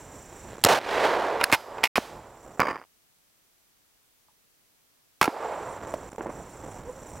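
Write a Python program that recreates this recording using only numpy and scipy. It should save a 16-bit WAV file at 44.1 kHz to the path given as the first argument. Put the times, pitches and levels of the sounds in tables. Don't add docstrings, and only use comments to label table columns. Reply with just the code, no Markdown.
import sys
import numpy as np
from scipy import signal
from scipy.fft import rfft, irfft
from scipy.io import wavfile
from scipy.ndimage import uniform_filter1d

SR = 44100
rng = np.random.default_rng(int(sys.argv[2]) if len(sys.argv) > 2 else 0)


def transcribe(signal):
    frames = np.atleast_2d(signal).T
    limited = np.clip(frames, -1, 1)
    pcm = np.round(limited * 32767).astype(np.int16)
    wavfile.write(sys.argv[1], SR, pcm)


N = 317520
TIME = np.arange(N) / SR


def from_db(db):
    return 10 ** (np.asarray(db) / 20)


def unit_rms(x):
    return x / np.sqrt(np.mean(x ** 2) + 1e-20)


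def curves(rows):
    times_s, *columns = np.transpose(rows)
    return [np.interp(TIME, times_s, column) for column in columns]


def during(start_s, end_s):
    return np.clip(np.minimum(TIME - start_s, end_s - TIME) * 1000, 0, 1)


def noise(spectrum):
    hz, db = np.transpose(spectrum)
    bins_hz = np.maximum(np.fft.rfftfreq(N, 1 / SR), 1)
    skirts = np.minimum(1, np.minimum(bins_hz / hz[0], hz[-1] / bins_hz)) ** 2
    gain = skirts * from_db(np.interp(np.log(bins_hz), np.log(hz), db))
    return unit_rms(irfft(rfft(rng.standard_normal(N)) * gain, N))


def drift(rate_hz):
    bins_hz = np.fft.rfftfreq(N, 1 / SR)
    return unit_rms(irfft(rfft(rng.standard_normal(N)) / (1 + (bins_hz / rate_hz) ** 2) ** 2, N))


def steady(x, samples=128):
    return x / np.sqrt(np.abs(uniform_filter1d(x * x, samples)) + 1e-12)


def butter(x, order, hz, kind="low"):
    return signal.sosfilt(signal.butter(order, hz, kind, fs=SR, output="sos"), x + 1e-18)


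def resonate(x, modes):
    out = 0
    for k, (hz, width_hz, db) in enumerate(modes):
        radius = np.exp(-np.pi * width_hz / SR)
        b = (1 - radius ** 2) / 2 * np.array([1, 0, -1])
        a = [1, -2 * radius * np.cos(2 * np.pi * hz / SR), radius ** 2]
        out += (-1) ** k * from_db(db) * signal.lfilter(b, a, x + 1e-18)
    return out


def decay(t60_s):
    age_s = np.arange(int(t60_s * SR) + 2) / SR
    return age_s, np.exp(-np.log(1000) * age_s / t60_s)


def add(track, start_s, sound):
    at = round(start_s * SR)
    track[at:at + len(sound)] += sound[:N - at]


def bursts(rows):
    power = np.zeros(N)
    for s, db, t60_s in rows:
        _, fall = decay(t60_s)
        add(power, s, (from_db(db) * fall) ** 2)
    return np.sqrt(power)


# (time [s], level [dB])
BREEZE_LEVEL = [(0, -51), (.25, -52.5), (.55, -48), (1.1, -48), (2.3, -55), (5.35, -55), (5.85, -46),
                (7.2, -48.5)]
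# (frequency [Hz], density [dB])
RUMBLE_SPECTRUM = [(15, -13), (45, 0), (100, -0.5), (220, -3.5), (350, -3.5), (550, -12.5), (900, -29)]
WOODS_BODY = [(120, -30), (250, -12.5), (450, 1.5), (620, 1.5), (950, 0), (1400, -9), (2200, -19),
              (4000, -39.5)]
WOODS_TREBLE = [(900, -13), (1600, 11), (2600, 4), (4000, -1), (6000, -10), (10000, -19), (16000, -26.5)]

def breeze(gust_db=2.0, air_db=-59.5, early_lift_db=6):
    db, = curves(BREEZE_LEVEL)
    gusts = from_db(db + gust_db * drift(8.9))
    rumble_and_leaves = noise(RUMBLE_SPECTRUM) + noise(WOODS_BODY)
    before_shot = TIME < ECHOES[0][0]
    air = from_db(air_db + db - db.max() + early_lift_db * before_shot) * noise(WOODS_TREBLE)
    return gusts * rumble_and_leaves + air


# (time [s], level [dB])
INSECT_LEVEL = [(0, -55), (.6, -59), (.75, -63.5), (2.6, -66.5), (5.3, -63), (5.6, -58), (7.2, -59.5)]
# (frequency [Hz], density [dB])
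INSECT_SPECTRUM = [(4800, -24.5), (5500, -6), (5900, -0.5), (6500, -11.5), (7300, -2), (7700, -3),
                   (8100, -2.5), (8900, -13.5), (10500, -16.5), (16000, -19.5)]

def insects(pitch_hz=7300, droop_hz=420, pulse_hz=28.3, phrase_hz=5.05, near_db=1, high_db=-5):
    db, = curves(INSECT_LEVEL)
    cycle = np.cumsum(pulse_hz * (1 + .015 * drift(2))) / SR % 1
    droop = .25 - 2 * (cycle - .4) ** 2 - cycle / 2
    hz = pitch_hz + droop_hz * droop + 70 * drift(570)
    near = 2 * np.sin(np.pi * cycle) ** 4 * np.sin(2 * np.pi * np.cumsum(hz) / SR)
    phrases = np.maximum(np.cos(2 * np.pi * phrase_hz * (TIME - 6.51)), 0) ** 2
    high_band = noise([(7500, -40), (8900, 2), (9300, -2), (9550, -10), (10500, -40)])
    high = phrases * (TIME > OUTDOORS_LOST_S[1]) * high_band
    level = from_db(db + 1.5 * drift(8))
    return level * (noise(INSECT_SPECTRUM) + from_db(near_db) * near + from_db(high_db) * high)


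# (time [s], level [dB])
THUDS = [(.327, -37), (.532, -36), (.551, -35), (.581, -33), (5.859, -33), (5.94, -24), (6.129, -35),
         (6.148, -36), (6.182, -25), (6.208, -23), (6.259, -27), (6.292, -28), (6.683, -33)]

def dull_thuds(t60_s=.025, crackle_s=(6.184, 6.305), crackle_db=-40.5, grain_db=5, top_hz=2700):
    crackle = during(*crackle_s) * from_db(crackle_db + grain_db * np.minimum(drift(290), 2))
    thuds = bursts((s, db, t60_s) for s, db in THUDS)
    body = steady(noise([(100, -7), (450, 8.5), (900, 1), (1800, -13.5), (3500, -31)]), samples=256)
    return butter(np.hypot(thuds, crackle) * body, 4, top_hz)


# (start [s], end [s], dip depth [dB], dip threshold [0-1])
STUTTERS = [(.48, .63, 11, .5), (.792, .83, 12, .5), (2.42, 2.6, 8, .45), (5.79, 5.93, 10, .55),
            (6.09, 6.163, 15, .65), (6.163, 6.182, 17, 1), (6.182, 6.3, 12, .5), (6.6, 6.85, 6, .45),
            (7.02, 7.2, 5, .4)]

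def stutter(rate_hz=260, lift_db=3):
    chance = (1 + np.tanh(drift(rate_hz))) / 2
    gain = np.ones(N)
    for start_s, end_s, depth_db, threshold in STUTTERS:
        spell = (TIME > start_s) & (TIME <= end_s)
        gain[spell] = from_db(lift_db - depth_db * (chance[spell] < threshold))
    return uniform_filter1d(gain, size=48)


# (time [s], level [dB], length [s], treble [dB])
CRACKS = [(0.6388, -12.5, 0.0027, 4), (0.6475, -10.5, 0.0026, 1), (0.65, -12.5, .0025, -5.5)]
# (time [s], length [s], drive [dB])
BLAST_SURGES = [(.654, .031, -26), (.6605, .0135, -10.5), (.6855, .056, -10.5), (.742, .049, -21.5)]
# (frequency [Hz], density [dB])
CRACK_SPECTRUM = [(60, -10), (400, -3), (1200, 5), (2600, -6), (5000, -4.5), (9000, -10.5), (16000, -22)]
BLAST_SPECTRUM = [(50, -27.5), (200, -17), (450, -5.5), (700, 0.5), (1000, -4.5), (1600, -10.5),
                  (3000, -17.5), (6000, -26), (16000, -42.5)]
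SNAP_SPECTRUM = [(1500, -22), (3000, -2.5), (5000, -1.5), (7000, -6), (9000, -9.5), (11500, -6.5),
                 (14000, -13.5), (16000, -14)]

def shot(sag_db_per_s=85, ceiling=.22, fizz_db=-36, boom_s=.649, boom_db=-22, boom_t60_s=.057):
    body = steady(noise(CRACK_SPECTRUM))
    treble = steady(noise(SNAP_SPECTRUM))
    cracks = np.zeros(N)
    for s, db, length_s, treble_db in CRACKS:
        front = during(s - .0005, s + length_s + .0005)
        cracks += front * from_db(db) * (1.1 * body + from_db(treble_db) * treble)
    drive = sum(during(s, s + length_s) * from_db(db - sag_db_per_s * np.maximum(TIME - s, 0))
                for s, length_s, db in BLAST_SURGES)
    squared = np.tanh(drive * steady(noise(BLAST_SPECTRUM), samples=256) / ceiling)
    bass = steady(noise([(30, 8.5), (70, 0), (170, -4.5), (300, -15)]), samples=1024)
    boom = bursts([(boom_s, boom_db, boom_t60_s)]) * bass
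    return cracks + boom + ceiling * squared + from_db(fizz_db) * squared * treble


# (time [s], body [dB], treble [dB])
ECHOES = [(.639, -23.5, -31), (4.28, -16.5, -25.5)]

def woodland_echo(crest_delay_s=.41, crest_db=4.5, crest_width_s=.017, grain_db=1.28):
    body, treble = 0, 0
    for s, body_db, treble_db in ECHOES:
        from_crest_s = TIME - s - crest_delay_s
        before_s, after_s = np.minimum(from_crest_s, 0), np.maximum(from_crest_s, 0)
        crest = (TIME > s) * from_db(crest_db * np.exp(-(from_crest_s / crest_width_s) ** 2))
        body += crest * from_db(body_db + 21 * before_s - 21 * after_s ** 1.17)
        treble += crest * from_db(treble_db + 9 * before_s - 31 * after_s ** .84)
    roll = body * noise(WOODS_BODY) + treble * noise(WOODS_TREBLE)
    return roll * from_db(grain_db * drift(150))


# (time [s], level [dB], pitch [Hz], t60 [s])
KNOCKS = [(0.649, -7.5, 154, 0.017), (1.412, -22, 450, .006), (1.5268, -16, 337, 0.034),
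          (1.528, -22, 109, 0.051), (1.9806, 1.5, 630, 0.005), (1.9846, -13, 256, 0.017),
          (2.596, 1, 780, 0.0024), (2.5952, -21.5, 192, 0.019), (2.601, -16, 500, 0.0037),
          (2.613, -17, 698, 0.0038), (2.6177, -7, 1129, 0.013), (5.2137, 1.5, 1166, 0.0077),
          (5.2158, -18.5, 193, 0.029), (5.242, -21, 1357, 0.09), (5.278, -8, 770, 0.012),
          (5.2798, -11.5, 290, 0.025), (5.9395, -17.5, 625, 0.029)]

def knocks(top_hz=2500):
    out = np.zeros(N)
    for s, db, hz, t60_s in KNOCKS:
        age_s, fall = decay(t60_s)
        add(out, s, from_db(db) * fall * np.cos(2 * np.pi * hz * age_s))
    return butter(out, 3, top_hz)


def ducking(key, threshold_db=-24, slope=1.8, max_db=19, hold_s=.06, release_db_per_s=88, lag_s=.02):
    level_db = 10 * np.log10(np.abs(uniform_filter1d(key ** 2, size=1764)) + 1e-12)
    cut_db = np.clip(slope * (level_db - threshold_db), 0, max_db)
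    ramp_db = release_db_per_s * TIME
    released_db = np.maximum.accumulate(cut_db + ramp_db) - ramp_db
    held_db = np.maximum(released_db, np.interp(TIME - hold_s, TIME, released_db))
    return from_db(-np.interp(TIME - lag_s, TIME, held_db))


# (time [s], level [dB], t60 [s], clang [dB], treble [dB])
TOUCHES = [(1.399, -31, .05, -2.5, -22), (1.405, -25, .03, -2, -22), (1.4123, -18, 0.034, 1.5, -23.5),
           (1.4343, -24.5, 0.067, -2, -14), (1.439, -21, .018, -2, 3), (1.4987, -24, 0.059, -11, -22.5),
           (1.517, -28, .03, 2, -0.5), (1.783, -33, 0.043, -5.5, -23), (1.8335, -21.5, 0.035, 0, -16),
           (1.9603, -24.5, .01, 10, -14.5), (1.9715, -26, .05, -3, -3.5), (2.6028, -11, 0.0084, 1, -14.5),
           (5.939, -47.5, 0.042, -13, 4)]
# (time [s], level [dB], t60 [s], clang [dB], treble [dB], bounce gap [s], bounce loss [dB], room [dB])
SLAMS = [(1.525, -10.5, .036, 1.5, -7.5, 0.0068, 2.5, -42.5),
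         (1.838, -15, .04, 8.5, -2.5, .0155, 10.5, -48), (1.9565, -17, 0.027, 2.5, -10, 0.0063, 4, -38.5),
         (5.2133, -7.5, 0.034, -4, -9.5, .014, 5, -41)]
# (frequency [Hz], level [dB], t60 [s])
STEEL_MODES = [(890, -24.5, 0.2035), (1340, -44, .5), (2050, -42, 0.26), (4930, -48.5, 0.83),
               (11740, -55, .8)]
# (frequency [Hz], width [Hz], gain [dB])
STOCK_MODES = [(352.4, 400, -14), (930, 230, 1), (1180, 250, -1.5), (1520, 220, -5)]
LEVER_MODES = [(1738, 250, -10.5), (2074, 200, 3.5), (2490, 180, 2), (2822, 200, -1), (3660, 250, -10),
               (4220, 250, -13.5), (5180, 150, -13)]

def lever_action(bounces=3, firm_t60_s=.03, ring_width_hz=70, muting=1.4):
    slams = [(s + k * gap_s, db - k * loss_db, t60_s, clang_db, treble_db)
             for s, db, t60_s, clang_db, treble_db, gap_s, loss_db, _ in SLAMS
             for k in range(bounces + 1)]
    s, db, t60_s, clang_db, treble_db = np.transpose(TOUCHES + slams)
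    ring_db = db + 40 * np.log10(np.minimum(t60_s / firm_t60_s, 1)) + muting * np.minimum(clang_db, 0)
    ring = 0
    for hz, mode_db, mode_t60_s in STEEL_MODES:
        band = noise([(.97 * hz, 0), (1.02 * hz, 0)])
        beating = unit_rms(resonate(band, [(hz, ring_width_hz, 0)]))
        ring += beating * bursts((at_s, hit_db + mode_db, mode_t60_s) for at_s, hit_db in zip(s, ring_db))
    stock = steady(resonate(noise([(200, .0033), (2500, .0072)]), STOCK_MODES))
    lever = steady(resonate(noise([(1400, .0038), (6000, .0022)]), LEVER_MODES))
    bark = bursts(zip(s, db, t60_s)) * stock
    clang = bursts(zip(s, db + clang_db, t60_s)) * lever
    snap = bursts(zip(s, db + treble_db, t60_s)) * steady(noise(SNAP_SPECTRUM))
    return ring + .89 * bark + .73 * clang + snap


UNLOCK_S = 1.44
# (frequency [Hz], width [Hz], gain [dB])
UNLOCK_MODES = [(1700, 210, -4), (2830, 240, -0.5), (4280, 240, -1.5), (5040, 190, -2), (7200, 580, -21),
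                (9150, 190, -6.5), (10900, 360, -6)]

def unlock(level_db=-5, t60_s=.012):
    contact = noise([(1200, 1.5), (11000, -5.5), (13000, -9.5)])
    return bursts([(UNLOCK_S, level_db, t60_s)]) * steady(resonate(contact, UNLOCK_MODES))


# (time [s], level [dB])
CLICKS = [(1.4403, -6), (1.5255, -5), (2.6019, -14), (5.2134, -14)]

def clicks(t60_s=.0013):
    treble = steady(noise([(3000, -7.5), (7000, -1), (15000, 2.5)]), samples=32)
    return bursts((s, db, t60_s) for s, db in CLICKS) * treble


def room(t60_s=.65, unlock_db=-44):
    hits = [(UNLOCK_S, unlock_db)] + [(s, room_db) for s, *_, room_db in SLAMS]
    tails = bursts((s, db, t60_s) for s, db in hits)
    return tails * noise([(250, -8.5), (900, 2), (2000, -3.5), (5000, -7.5), (16000, -22)])


# (time [s], level [dB], length [s])
RING_FRAGMENTS = [(2.606, -12, 0.0012), (2.6107, -18, 0.0032), (2.6167, -11, 0.0041),
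                  (2.629, -23.5, 0.0085), (2.641, -28.5, 0.00519), (2.652, -26.5, 0.0096),
                  (2.668, -26.5, 0.0091)]
# (frequency [Hz], width [Hz], gain [dB])
RING_MODES = [(380, 307, -2.5), (1102, 146, 6.5), (1790, 108, -3), (2200, 214, -8), (3110, 152, -21.5),
              (4800, 29, -9.5), (7490, 5000, -42.5), (10620, 149, -32.5), (15600, 135, -33)]

def chopped_ring(tail_s=(2.682, 2.858), tail_db=-26, fade_db_per_s=126, chop_hz=150, shrink_s=.095):
    opening = sum(from_db(db) * during(s - .0005, s + length_s + .0005)
                  for s, db, length_s in RING_FRAGMENTS)
    age_s = np.maximum(TIME - tail_s[0], 0)
    uneven_hz = chop_hz * from_db(6 * drift(108.6))
    cycle = np.cumsum(uneven_hz * (age_s > 0)) / SR % 1
    duty = .91 * np.exp(-age_s / shrink_s)
    gate = uniform_filter1d((cycle < duty) * during(*tail_s), size=36)
    tail = gate * from_db(tail_db - fade_db_per_s * age_s + 3 * drift(84))
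    return np.hypot(opening, tail) * steady(resonate(rng.standard_normal(N), RING_MODES))


# (time [s], level [dB], t60 [s])
BLIPS = [(4.283, -54.5, 0.053), (4.305, -66, .06)]

def blips(centre_hz=950, width_hz=160):
    band = steady(resonate(rng.standard_normal(N), [(centre_hz, width_hz, 0)]), samples=256)
    return resonate(bursts(BLIPS) * band, [(centre_hz, 2 * width_hz, 0)])


# (time [s], pitch [Hz], level [dB])
HOOT_CONTOUR = [(6.84, 437, -54), (6.869, 456, -46), (6.9, 504, -33.5), (6.925, 538, -56), (6.99, 530, -48),
                (7.02, 520, -75)]

def hoot(octave_db=-14):
    hz, db = curves(HOOT_CONTOUR)
    phase = 2 * np.pi * np.cumsum(hz * (1 + .024 * drift(69))) / SR
    tone = np.sqrt(2) * (np.sin(phase) + from_db(octave_db) * np.sin(2 * phase))
    return from_db(db) * during(HOOT_CONTOUR[0][0], HOOT_CONTOUR[-1][0]) * tone


OUTDOORS_LOST_S = (2.61, 5.2135)

def scene(pan_db=1.46, low_cut_hz=65, key_hz=750):
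    rifle = shot() + lever_action() + clicks() + unlock() + knocks() + chopped_ring()
    rifle = butter(rifle, 2, low_cut_hz, "high")
    bright = butter(rifle, 2, key_hz, "high")
    outdoors = woodland_echo() + breeze() + insects() + hoot()
    outdoors *= ducking(bright) * stutter() * (1 - during(*OUTDOORS_LOST_S))
    mono = rifle + room() + dull_thuds() + outdoors + blips()
    return mono * from_db([[-pan_db], [pan_db]])


# (frequency [Hz], level [dB])
WHINE_TONES = [(6012, -87), (12024, -85)]
# (frequency [Hz], density [dB])
HISS_SPECTRUM = [(20, 6), (100, 6), (400, 3.5), (1000, 1), (3000, 0), (16000, -2)]

def record(dry, ceiling=.6, hiss_db=-65, silent_s=(1.8745, 1.9563), cutoff_hz=16000):
    whine = sum(from_db(db) * np.sqrt(2) * np.sin(2 * np.pi * hz * TIME) for hz, db in WHINE_TONES)
    hiss = from_db(hiss_db) * np.array([noise(HISS_SPECTRUM), noise(HISS_SPECTRUM)])
    wet = ceiling * np.tanh(dry / ceiling) + hiss + whine
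    lowpass = signal.ellip(10, .1, 80, cutoff_hz, fs=SR, output="sos")
    return signal.sosfilt(lowpass, wet * (1 - during(*silent_s)))


dry = scene()
out = record(dry)
transcribe(out)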